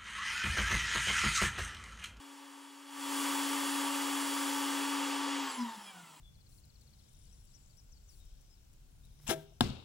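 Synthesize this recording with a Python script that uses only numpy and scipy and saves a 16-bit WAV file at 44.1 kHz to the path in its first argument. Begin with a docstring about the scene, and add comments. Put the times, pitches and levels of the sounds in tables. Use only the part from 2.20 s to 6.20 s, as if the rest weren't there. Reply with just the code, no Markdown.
"""A router spindle runs close by in a small workshop: the uneven weight of its rotor hums,
the shaft adds harmonics, the bearings whine, and brushes and cooling air make filtered noise.
The whole sound swells up early on. An arm reaches over, shading the treble, and switches it off;
the rotor coasts down, its hum flaring as it passes the resonances of the frame, and brief whines
fall in pitch. Steady coloured noise makes the workshop background."""
import sys
import numpy as np
from scipy import signal
from scipy.fft import rfft, irfft, next_fast_len
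from scipy.io import wavfile
from scipy.ndimage import map_coordinates

SR = 44100
rng = np.random.default_rng(int(sys.argv[2]) if len(sys.argv) > 2 else 0)


def wav_out(sig):
    """Save sig, one row per channel (or a flat mono array), as 16-bit PCM at SR to the path in sys.argv[1]."""
    wavfile.write(sys.argv[1], SR, np.round(np.clip(np.atleast_2d(sig).T, -1, 1) * 32767).astype(np.int16))


N = 176400
TIME_S = np.arange(N) / SR

RUN_HZ = 280.3  # shaft turns per second while powered
# Tone colour that the housing gives to air and rasp.
# Each row: frequency in Hz, relative level in dB per Hz.
HOUSING_COLOUR = [(30, -75), (100, -59), (170, -32), (260, -12), (385, -8.5), (680, -9.5), (790, -5),
                  (910, 3.5), (1050, -2), (1250, -2.5), (1420, -5.5), (2000, -7.5), (2450, -11), (2850, -5),
                  (3350, -5.5), (3600, -13), (7000, -16), (7550, -12), (8400, -17), (9400, -22),
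                  (10600, -19), (11700, -24), (15700, -35)]


def undb(db):
    """Turn decibels into a gain."""
    return 10 ** (np.asarray(db) / 20)


def unit(x):
    """Scale to an rms (average strength) of 1."""
    return x / np.sqrt(np.mean(x ** 2))


def curve(rows):
    """Read a table of (seconds, value) at every sample."""
    return np.interp(TIME_S, *np.array(rows).T)


def by_hz(rows, hz):
    """Read a table of (Hz, value) along a logarithmic frequency axis."""
    table_hz, values = np.array(rows).T
    return np.interp(np.log(np.maximum(hz, 1)), np.log(table_hz), values)


def shape(x, response):
    """Filter by a function of frequency; extra length keeps the end off the start."""
    size = next_fast_len(N + SR // 10)
    hz = np.arange(size // 2 + 1) * SR / size
    return irfft(rfft(x, size) * response(hz), size)[..., :N]


def tint(x, rows):
    """Filter by a table of (Hz, dB)."""
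    return shape(x, lambda hz: undb(by_hz(rows, hz)))


def wander(rate):
    """Join random points, `rate` of them a second, by straight lines."""
    return np.interp(TIME_S * rate, np.arange(512), rng.standard_normal(512))


def rotor():
    """The shaft holds its speed, then an exponential decay eases in at the switch."""
    switch_s, ease_s, slowing_per_s = 3.24, .03, .85
    slow_wobble, quick_wobble = .0005, .001  # fractions of the speed
    since_switch = (TIME_S - switch_s) / ease_s
    slowing = slowing_per_s * ease_s * np.logaddexp(0, since_switch)
    hz = RUN_HZ * np.exp(-slowing)
    halvings = slowing / np.log(2)  # how many times the speed has halved
    wobble = 1 + slow_wobble * wander(10) + quick_wobble * wander(90)
    turns = np.cumsum(hz * wobble) / SR
    coasting = 1 / (1 + np.exp(-since_switch))  # 0 powered, 1 coasting
    return hz, halvings, turns, coasting


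def unbalance_hum(hz, turns):
    """Uneven weight shakes the frame once a turn, strongest at its resonances."""
    # Each row: shaft speed in Hz, hum level in dB.
    resonances = [(148, -76), (157, -62), (163, -70), (169, -54.5), (172, -60), (180, -54), (184, -69),
                  (200, -60), (205, -61), (210, -46), (215, -66), (223, -52), (231, -40), (234, -40),
                  (238.5, -31.3), (244.5, -34.5), (248, -39.5), (253, -57), (256, -48), (261, -54),
                  (269, -44), (276, -38.5), (281, -37.8)]
    level_db = by_hz(resonances, hz) + .5 * wander(9.74)
    return np.sqrt(2) * undb(level_db) * np.sin(2 * np.pi * turns)


def whine(turns, halvings, coasting):
    """Shaft and bearing tones follow the turns; their flutter deepens while they sweep down."""
    # Shaft harmonics with levels of their own, strong or weak.
    # Each row: multiple of the shaft rate, level in dB while powered.
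    own_level_rows = [(2, -60.5), (11, -54.5), (12, -54.5), (16, -66), (17, -62), (18, -62), (19, -63),
                      (23, -62), (24, -63), (27, -69), (28, -79), (29, -73), (31, -53), (32, -60),
                      (37, -70), (39, -68), (40, -77), (43, -67), (47, -66), (54, -80)]
    # Bearing tones. Each row: multiple of the ball-pass rate, dB while running, dB while coasting.
    ball_rows = [(1, -48, -59), (2, -58, -66), (3, -54, -66), (4, -56, -64), (5, -59.5, -67), (6, -74, -76),
                 (7, -76, -74)]
    ball_pass = 4.104  # balls passing per turn
    other_db, coast_db = -71, -71.5  # other harmonics while powered; every harmonic while coasting
    shaft_fall_db, balls_fall_db = -15, -17  # change per halving of speed
    flutter_db, sweep_flare_db = 2, 3.5  # flutter while running, extra flutter while coasting

    def line(multiple, db):
        """One sine tone with its own flutter and starting phase."""
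        db = db + (flutter_db + sweep_flare_db * coasting) * wander(34)
        phase = multiple * turns + rng.random()
        return np.sqrt(2) * undb(db.astype(np.float32)) * np.sin(2 * np.pi * phase)

    own_level = {int(round(k)): db for k, db in own_level_rows}
    out = 0
    for k in range(2, 57):
        db = own_level.get(k, other_db) * (1 - coasting) + coast_db * coasting
        out = out + line(k, db + shaft_fall_db * halvings)
    for k, run_db, slow_db in ball_rows:
        db = run_db + (slow_db - run_db) * coasting
        out = out + line(round(k) * ball_pass, db + balls_fall_db * halvings)
    return out


def rasp(turns, halvings):
    """Brushes and bearings make narrow noisy peaks that slide down with the speed."""
    peakiness_db, peak_spacing_hz = 10, 45
    brush_db, fall_db = -39, -23  # level, and change per halving of speed
    peaks = rng.uniform(-0.82, 1, size=1024)

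    def peaky(hz):
        return undb(peakiness_db * np.interp(hz / peak_spacing_hz, np.arange(len(peaks)), peaks))

    track = shape(rng.standard_normal(N), peaky)
    # read the noise at the pace of the shaft, so that its pitch falls too
    played = map_coordinates(track, [turns / RUN_HZ * SR], order=3, mode="wrap")
    return unit(tint(played, HOUSING_COLOUR)) * undb(brush_db + fall_db * halvings)


def wide_noise(spectrum):
    """Coloured noise, partly different on the left and right."""
    # Strength of the differing part. Each row: frequency in Hz, level in dB.
    unrelated = [(40, -1), (250, -10), (550, -5), (1000, -12), (2000, -18), (3000, -12), (5500, -25),
                 (9000, -9)]
    mid, side = (unit(tint(rng.standard_normal(N), spectrum)) for _ in range(2))
    return mid + tint(side, unrelated) * np.array([[1], [-1]])


def air(turns, halvings):
    """Cooling air rushes, chopped once a turn, and dies as the fan slows."""
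    rush_db, fall_db = -40.5, -25  # level, and change per halving of speed
    chop = 1 + .13 * np.sin(2 * np.pi * turns)
    return wide_noise(HOUSING_COLOUR) * chop * undb(rush_db + fall_db * halvings)


def power_cut():
    """Gain for air and rasp: part of the rushing is lost soon after the power is off."""
    cut_db, cut_s, fade_s = -5, 3.38, .047
    unpowered = 1 / (1 + np.exp((cut_s - TIME_S) / fade_s))
    return undb(cut_db * unpowered)


def workshop():
    """The background is steady coloured noise."""
    # Each row: frequency in Hz, relative level in dB per Hz.
    colour = [(30, -35), (200, 6.5), (400, -5), (650, -11), (930, 11), (1500, -12), (2500, -8), (3300, -2),
              (3800, -7), (6500, -16), (7600, -1), (9000, -5), (10800, -7), (13000, -17), (15700, -5)]
    return undb(-57) * wide_noise(colour)


def arm_shade(spindle):
    """The treble is dull at first, then brighter, and later shaded by the arm."""
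    # Each row: time in seconds, gain of the treble in dB.
    treble_gain = [(.6, 5), (1, 9.5), (1.3, 9), (1.8, 7.5), (2.3, 8.5), (2.8, 4), (3.15, -3.5), (3.35, -6),
                   (3.6, 1)]
    high_pass = signal.butter(2, 8940, "high", fs=SR, output="sos")
    treble = signal.sosfiltfilt(high_pass, spindle)
    return spindle + treble * (undb(curve(treble_gain)) - 1)


def swells(turns):
    """Falling whines, part tone and part narrow noise, swell as they sweep through resonances."""
    # Each row: time of the peak in seconds, multiple of the shaft rate,
    # length in seconds between the points 3 dB below the peak, level in dB, noise width in Hz.
    rows = [(3.27, 53.8, .09, -58, 350), (3.277, 4.1, 0.014, -40, 11), (3.282, 18, 0.078, -51, 22),
            (3.323, 29.6, 0.068, -49, 230), (3.345, 41.9, 0.066, -51.5, 120), (3.373, 11.2, 0.026, -58, 90),
            (3.412, 21, 0.031, -52, 98), (3.435, 24, 0.053, -60, 30), (3.45, 16.4, 0.12, -59, 80),
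            (3.464, 8.1, 0.14, -57, 140), (3.455, 4.1, 0.095, -42, 21), (3.48, 4.7, 0.039, -48.5, 130),
            (3.254, 24, 0.063, -59, 37), (3.577, 24.2, 0.043, -66, 33), (3.65, 26.3, 0.055, -60, 97),
            (3.67, 55, 0.057, -61, 160), (3.688, 12.4, 0.042, -56, 20), (3.683, 16.9, 0.04, -52.5, 130),
            (3.75, 4.14, .11, -59.5, 35), (3.804, 8.25, .16, -61.5, 51), (3.835, 12.35, 0.048, -64.5, 45)]
    clean_hz = 44.5  # narrower swells are mostly tone, wider ones mostly noise
    out = 0
    for at, multiple, length, db, width in rows:
        low_pass = signal.butter(3, width, fs=SR, output="sos")
        blur = signal.sosfilt(low_pass, rng.standard_normal((2, N)))
        a, b = unit(blur) * width / clean_hz
        angle = 2 * np.pi * multiple * turns
        tone = unit((1 + a) * np.sin(angle) + b * np.cos(angle))
        bell = .5 ** (2 * ((TIME_S - at) / length) ** 2)
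        out = out + undb(db) * bell * tone
    return out


def scene():
    """Every spindle layer follows the rotor; the workshop noise stays steady."""
    hz, halvings, turns, coasting = rotor()
    tones = unbalance_hum(hz, turns) + whine(turns, halvings, coasting)
    rushing = (rasp(turns, halvings) + air(turns, halvings)) * power_cut()
    background = workshop()
    spindle = arm_shade(tones + rushing)
    return spindle + swells(turns) + background


def record(dry):
    """The level swells up; left and right differ in phase and level; the top is cut."""
    # Overall level. Each row: time in seconds, gain in dB.
    level = [(0, -18.5), (.65, -19), (.72, -15), (.82, -7.5), (.93, -2.6), (1.04, -1), (1.5, -1.28),
             (3.1, -1.7)]
    # Lead of the left over the right. Each row: frequency in Hz, phase in radians.
    left_phase = [(280, .25), (550, .9), (900, .65), (2000, .05), (3000, .65), (5000, .05), (7800, .1),
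                  (8300, 1.35), (8700, 2.), (9500, 1.55), (10300, .5), (11600, 0), (12500, -2.5),
                  (13400, -3.1), (15600, -6.)]
    # Lead of the left over the right. Each row: frequency in Hz, level in dB.
    left_level = [(100, -1), (245, 2), (280, 5.2), (400, 1.7), (1000, 1), (2000, 0)]
    lead = np.array([[1], [-1]]) / 2  # half to each side, in opposite directions

    def two_sides(hz):
        return undb(lead * by_hz(left_level, hz)) * np.exp(1j * lead * by_hz(left_phase, hz))

    stereo = shape(dry * undb(curve(level)), two_sides)
    top_cut = signal.ellip(10, .2, 80, 15800, fs=SR, output="sos")  # steep low-pass at 15800 Hz
    return signal.sosfilt(top_cut, stereo)


dry = scene()
out = record(dry)
wav_out(out)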